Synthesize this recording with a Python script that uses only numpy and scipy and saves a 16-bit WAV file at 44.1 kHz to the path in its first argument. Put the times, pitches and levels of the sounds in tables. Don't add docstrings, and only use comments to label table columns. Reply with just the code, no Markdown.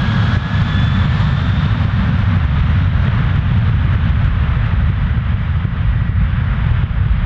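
import sys
import numpy as np
from scipy import signal
from scipy.fft import rfft, irfft, next_fast_len
from scipy.io import wavfile
from scipy.ndimage import uniform_filter1d

SR = 44100
rng = np.random.default_rng(int(sys.argv[2]) if len(sys.argv) > 2 else 0)


def wav_out(sig):
    wavfile.write(sys.argv[1], SR, np.round(np.clip(np.atleast_2d(sig).T, -1, 1) * 32767).astype(np.int16))


N = 319725
TIME_S = np.arange(N) / SR


def from_db(db):
    return 10 ** (np.asarray(db) / 20)


def rms_one(x):
    return x / np.sqrt(np.mean(x ** 2) + 1e-20)


def in_time(rows):
    row_s, *columns = np.transpose(rows)
    return [np.interp(TIME_S, row_s, column) for column in columns]


def drift(corner_hz):
    r = np.exp(-80 * np.pi * corner_hz / SR)
    noise = rng.standard_normal(N // 40 + 2002)
    slow = signal.lfilter([1], [1, -2 * r, r * r], noise)[2000:]
    return np.interp(np.arange(N) / 40, np.arange(len(slow)), rms_one(slow))


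def noise_bands(spectrum):
    size = next_fast_len(N)
    hz = np.maximum(np.arange(size // 2 + 1) * SR / size, 1)
    point_hz, point_db = np.transpose(spectrum)
    shape = from_db(np.interp(np.log(hz), np.log(point_hz), point_db, left=-200, right=-200))
    noise = rfft(rng.standard_normal(size)) * shape / np.sqrt(np.mean(shape ** 2))
    first_step = np.floor(2 * np.log2(point_hz[0]))
    for step in np.arange(first_step, 2 * np.log2(point_hz[-1]) + 1):
        share = np.clip(1 - abs(2 * np.log2(hz) - step), 0, 1)
        yield 2 ** (step / 2), irfft(noise * share, size)[:N]


def halo(phase, corner_hz):
    return drift(corner_hz) * np.sin(phase) + drift(corner_hz) * np.cos(phase)


# trough_s [s], swell_db [dB], pitch_hz [Hz], lead_cycles [cycles by which the swell leads the trough]
SURGE_LIST = [(0.374, 1, 105, 0.13), (.625, -2.5, 94, 0.33), (0.837, -5, 143, 0.39),
              (0.883, -4, 123, 0.032), (1.059, -2.5, 119, -0.14), (1.155, -4.5, 139, 0.036),
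              (1.293, -5, 120, 0.074), (1.332, -2, 119, -0.11), (1.381, -4.5, 109, 0.053),
              (1.421, -4, 110, 0.025), (1.505, -1.5, 110, -0.11), (1.665, -2.5, 122, 0.058),
              (1.731, -2, 95, 0.12), (1.854, -1.5, 100, -0.081), (1.942, -3, 107, 0.25),
              (2.096, -3, 132, 0.14), (2.191, -5, 109.5, -0.21), (2.239, -4, 81.4, 0.041),
              (2.372, -2.5, 130, -0.015), (2.455, -1.5, 75, 0.031), (2.53, -5, 112, -0.049),
              (2.594, -6.5, 110, 0), (2.614, -1.5, 63.4, -0.22), (2.643, -3.5, 130, 0.32),
              (2.733, -5, 82.6, 0), (2.86, -4.5, 85, -0.051), (2.882, -2.5, 99, 0.22),
              (3.025, -5, 100, -0.033), (3.086, -2.5, 120, 0.13), (3.208, -3.5, 130, 0.023),
              (3.245, -4.5, 90, -0.03), (3.279, -5.5, 110, 0.29), (3.359, -6, 102, 0),
              (3.395, -2, 110, 0.2), (3.52, -3, 120, 0.13), (3.584, -1.5, 109, -0.28),
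              (3.698, -3, 100.5, 0.018), (3.716, -3.5, 110, -0.029), (3.745, -1.5, 97, 0.059),
              (3.757, -2.5, 106.5, 0.23), (3.855, -1, 101, 0.34), (3.956, -1.5, 91, -0.23),
              (4.109, -2.5, 76.4, -0.016), (4.175, -4.5, 107, -0.1), (4.283, -2.5, 96, 0.039),
              (4.573, -3, 96.5, 0.11), (4.665, -6, 102, -0.059), (4.74, -3, 107, 0.13),
              (4.844, -4.5, 101, 0.069), (4.903, -2.5, 105, -0.034), (5.111, -5, 85.6, -0.048),
              (5.182, -2.5, 81, -0.16), (5.346, -3.5, 80, 0.039), (5.572, -5, 106, -0.0073),
              (5.654, -2, 120, 0.028), (5.961, -5, 93, 0.018), (6.023, -4, 98, 0.19),
              (6.096, -2, 90, -0.014), (6.421, -4.5, 99, -0.084), (6.672, -2.5, 115, 0.37),
              (6.7228, -1.5, 84, 0.35), (6.748, -4.5, 91, 0.08), (6.84, -1, 91, -0.032),
              (7.065, -4.5, 109, 0.073)]


def surges():
    swell, calm = np.zeros(N), np.ones(N)
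    for trough_s, swell_db, pitch_hz, lead_cycles in SURGE_LIST:
        near = slice(max(round((trough_s - .04) * SR), 0), round((trough_s + .04) * SR))
        cycles = (TIME_S[near] - trough_s) * pitch_hz
        bell = np.exp(-((cycles + lead_cycles) / .62) ** 2)
        swell[near] -= from_db(swell_db) * bell * np.cos(2 * np.pi * cycles)
        calm[near] *= 1 - np.sqrt(bell)
    return swell, calm


# pitch_hz [Hz], density_db [dB per Hz]
RUMBLE_COLOUR = [(9.4, -48.5), (16, -31.5), (51, -2.5), (95, 1), (175, -7), (234, -14.5), (275, -24.5),
                 (330, -37), (430, -68.5), (730, -120)]
# start_s [s], level_db [dB], tilt_db [dB per octave]
RUMBLE_COURSE = [(0, -15, 3), (1.5, -12.5, 2), (2.4, -13, 1), (3.3, -10, -1), (4.2, -11.5, -2),
                 (4.9, -13.5, -3), (5.6, -15, -4), (6.5, -13, -3), (7.25, -13, -7)]
RUMBLE_MIDDLE_HZ = 91
WAVE_TOP_DB = -4.5


def rumble():
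    level_db, tilt_db = in_time(RUMBLE_COURSE)
    eddies = 0
    for hz, band in noise_bands(RUMBLE_COLOUR):
        band_db = 1.1 * drift(7.2) + tilt_db * np.log2(hz / RUMBLE_MIDDLE_HZ)
        eddies = eddies + band * from_db(band_db)
    eddies = from_db(level_db) * eddies
    outline = abs(signal.hilbert(eddies, next_fast_len(N))[:N])
    height = uniform_filter1d(outline, size=200)
    eddies = eddies / (1 + (height / from_db(WAVE_TOP_DB)) ** 4) ** (1 / 4)
    swell, calm = surges()
    return eddies * calm + swell


# pitch_hz [Hz], density_db [dB per Hz]
ROAR_COLOUR = [(200, -40.5), (280, -13.5), (400, -8.5), (560, -6.5), (750, -7.5), (950, -5), (1280, -2),
               (1670, -3), (1980, -6), (2580, -11), (3100, -12.5), (3400, -14.5), (3750, -18.5),
               (4000, -24), (4740, -34.5), (6160, -45), (8000, -56.5), (10500, -71), (15000, -77.5)]
# pitch_hz [Hz], change_db [dB when abreast]
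NEAR_COLOUR = [(280, 1), (700, 3.5), (1400, 2.5), (2500, -2.5), (3200, 4), (3900, 9), (5000, 13.5),
               (7000, 16), (9000, 11), (13000, 8)]
# start_s [s], level_db [dB]
ROAR_COURSE = [(0, -28.5), (.33, -26.5), (.6, -28.5), (.9, -29), (1.25, -27.5), (1.7, -27), (1.95, -28),
               (2.2, -29.5), (2.45, -28.5), (2.7, -27.5), (2.92, -30.5), (3.1, -26.5), (3.3, -28.5),
               (3.5, -29), (3.8, -28.5), (4.15, -29.5), (4.4, -29.5), (4.6, -29), (4.82, -30.5),
               (4.95, -31), (5.3, -32.5), (5.9, -33), (6.15, -34), (6.45, -31.5), (6.7, -30), (6.83, -31.5),
               (7, -34), (7.25, -32)]
LEAVING_S = 2.85


def roar():
    level_db, = in_time(ROAR_COURSE)
    nearness = np.exp(-(TIME_S / LEAVING_S) ** 2)
    near_hz, near_db = np.transpose(NEAR_COLOUR)
    gusts_db = 0.16 * drift(1.0) + 0.22 * drift(22)
    out = 0
    for hz, band in noise_bands(ROAR_COLOUR):
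        change_db = np.interp(np.log(hz), np.log(near_hz), near_db)
        out = out + band * from_db(gusts_db + .5 * drift(3.0) + nearness * change_db)
    return from_db(level_db) * out


# [Hz, blade passing]
FAN_PITCH = [(0, 1640), (.4, 1683), (1, 1747), (1.3, 1780), (1.6, 1806), (2.2, 1850), (3, 1905),
             (4.7, 1950), (6.6, 1913), (7.25, 1900)]
# start_s [s], blade_tone_db [dB], octave_db [dB]
LOWER_TONES = [(0, -33, -36.5), (.1, -32, -38.5), (.15, -33, -43), (.22, -34.5, -39), (.33, -30, -37.5),
               (.45, -33.5, -40), (.56, -32, -40), (.65, -34, -40.5), (.76, -30.5, -33), (.83, -32, -33.5),
               (.9, -37, -34.5), (1.04, -35.5, -35), (1.1, -35.5, -47), (1.25, -38, -44),
               (1.35, -36.5, -43), (1.43, -45, -39.5), (1.58, -42, -36.5), (1.7, -46, -40),
               (1.78, -45, -51), (2.1, -50, -59), (3, -53, -55), (4.2, -58, -66.5), (5.1, -46, -72.5),
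               (5.6, -48, -75), (6, -44, -77), (6.5, -44, -79), (6.7, -55, -80), (7.25, -57, -84)]
# level_db [dB], fade_start_s [s], loss_db [dB per s]
UPPER_TONES = [(-64.5, 1.5, 2.5), (-62, 1.3, 18.5), (-73.5, .5, 8.5), (-82, .3, 12.5)]
# [Hz, corner of the halo's wandering]
TONE_BLUR = [(.85, 35), (.85, 80), (.1, 250), (.15, 300), (0, 350), (0, 350)]


def fan():
    pitch_hz, = in_time(FAN_PITCH)
    levels_db = in_time(LOWER_TONES)
    for level_db, fade_start_s, loss_db in UPPER_TONES:
        levels_db.append(level_db - loss_db * np.maximum(TIME_S - fade_start_s, 0))
    out = 0
    for order, (level_db, (line_share, halo_hz)) in enumerate(zip(levels_db, TONE_BLUR), 1):
        tone_hz = order * pitch_hz * (1 + 0.0008 * drift(21))
        phase = 2 * np.pi * np.cumsum(tone_hz) / SR
        line = np.sqrt(2) * from_db(0.9 * drift(14)) * np.sin(phase)
        tone = np.sqrt(line_share) * line + np.sqrt(1 - line_share) * halo(phase, halo_hz)
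        out = out + from_db(level_db) * tone
    return out


# centre_s [s], peak_db [dB], pitch_hz [Hz], half_length_s [s]
PUFF_LIST = [(3.2515, -23, 330, 0.0033), (3.879, -17, 290, 0.0033), (6.723, -4, 40, 0.0029)]


def puffs():
    out = np.zeros(N)
    for centre_s, peak_db, pitch_hz, half_length_s in PUFF_LIST:
        from_centre_s = TIME_S - centre_s
        bell = np.exp(-(from_centre_s / half_length_s) ** 2)
        out += from_db(peak_db) * bell * np.cos(2 * np.pi * pitch_hz * from_centre_s)
    return out


# pitch_hz [Hz], density_db [dB per Hz]
FLUTTER_COLOUR = [(12, -30), (20, 5.5), (100, 8.5), (189, -13), (291, -19), (528, -37), (700, -32.5),
                  (910, -59.5), (1540, -120)]
FLUTTER_DB = -60.5


def port_flutter():
    level_db = FLUTTER_DB + 2.5 * drift(6)
    return from_db(level_db) * sum(band for hz, band in noise_bands(FLUTTER_COLOUR))


# pitch_hz [Hz], corner_hz [Hz, corner of the wandering], start_db [dB], loss_db [dB per s]
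HISS_BANDS = [(4840, 250, -64, 0.5), (6100, 280, -69.5, 3.7)]


def narrow_hiss():
    out = 0
    for pitch_hz, corner_hz, start_db, loss_db in HISS_BANDS:
        band = halo(2 * np.pi * pitch_hz * TIME_S, corner_hz)
        out = out + from_db(start_db - loss_db * TIME_S) * band
    return out


def scene():
    bass = rumble() * from_db([[-.1], [.1]])
    both = roar() + fan() + narrow_hiss()
    return bass + port_flutter() * [[1], [-1]] + both + puffs() * [[0], [1]]


CLIP_LOW, CLIP_HIGH = .47, .6
HOLD_DB, DUCK_SHARE = -5.5, 0.99
ATTACK_S, RELEASE_DB_PER_S, STEP_DB = 0.00041, 34, .15


def released(cut_db):
    ramp_db = RELEASE_DB_PER_S * TIME_S
    return np.maximum.accumulate(cut_db + ramp_db) - ramp_db


def gain_control(x):
    height = abs(x / np.where(x < 0, 1, CLIP_HIGH / CLIP_LOW)).max(0)
    over_db = np.maximum(20 * np.log10(height + 1e-9) - HOLD_DB, 0)
    r = np.exp(-1 / (ATTACK_S * SR))
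    wanted_db = signal.lfilter([1 - r], [1, -r], released(DUCK_SHARE * over_db))
    stepped_db = STEP_DB * np.floor(wanted_db / STEP_DB)
    return x * from_db(-released(stepped_db))


def amplifier(x):
    top, knee = np.where(x < 0, CLIP_LOW, CLIP_HIGH), 40
    return x / (1 + abs(x / top) ** knee) ** (1 / knee)


TICK_ABOVE = .2
TICK_DB, TICK_SPREAD_DB, TICK_DECAY_S = -39.5, 5.5, .001


def ticks(x):
    wave = uniform_filter1d(x.mean(0), size=90)
    turns = signal.find_peaks(abs(wave), height=TICK_ABOVE, distance=150)[0]
    tick_db = TICK_DB + TICK_SPREAD_DB * rng.standard_normal(len(turns))
    jumps = np.zeros(N)
    jumps[turns] = -wave[turns] * abs(wave[turns]) * from_db(tick_db)
    return signal.lfilter([1], [1, -np.exp(-1 / (TICK_DECAY_S * SR))], jumps + 1e-18)


HISS_DB = -82.5
COUPLING_HZ, CUTOFF_HZ = 9, 15900


def record(dry):
    x = amplifier(gain_control(dry))
    x = x + ticks(x)
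    x = signal.lfilter(*signal.butter(1, COUPLING_HZ, "high", fs=SR), x)
    hiss = rms_one(signal.lfilter([1], [1, -.5], rng.standard_normal(N)))
    x = x + from_db(HISS_DB) * hiss
    top_cut = signal.cheby2(20, 40, CUTOFF_HZ, fs=SR, output="sos")
    return signal.sosfiltfilt(top_cut, x)


dry = scene()
out = record(dry)
wav_out(out)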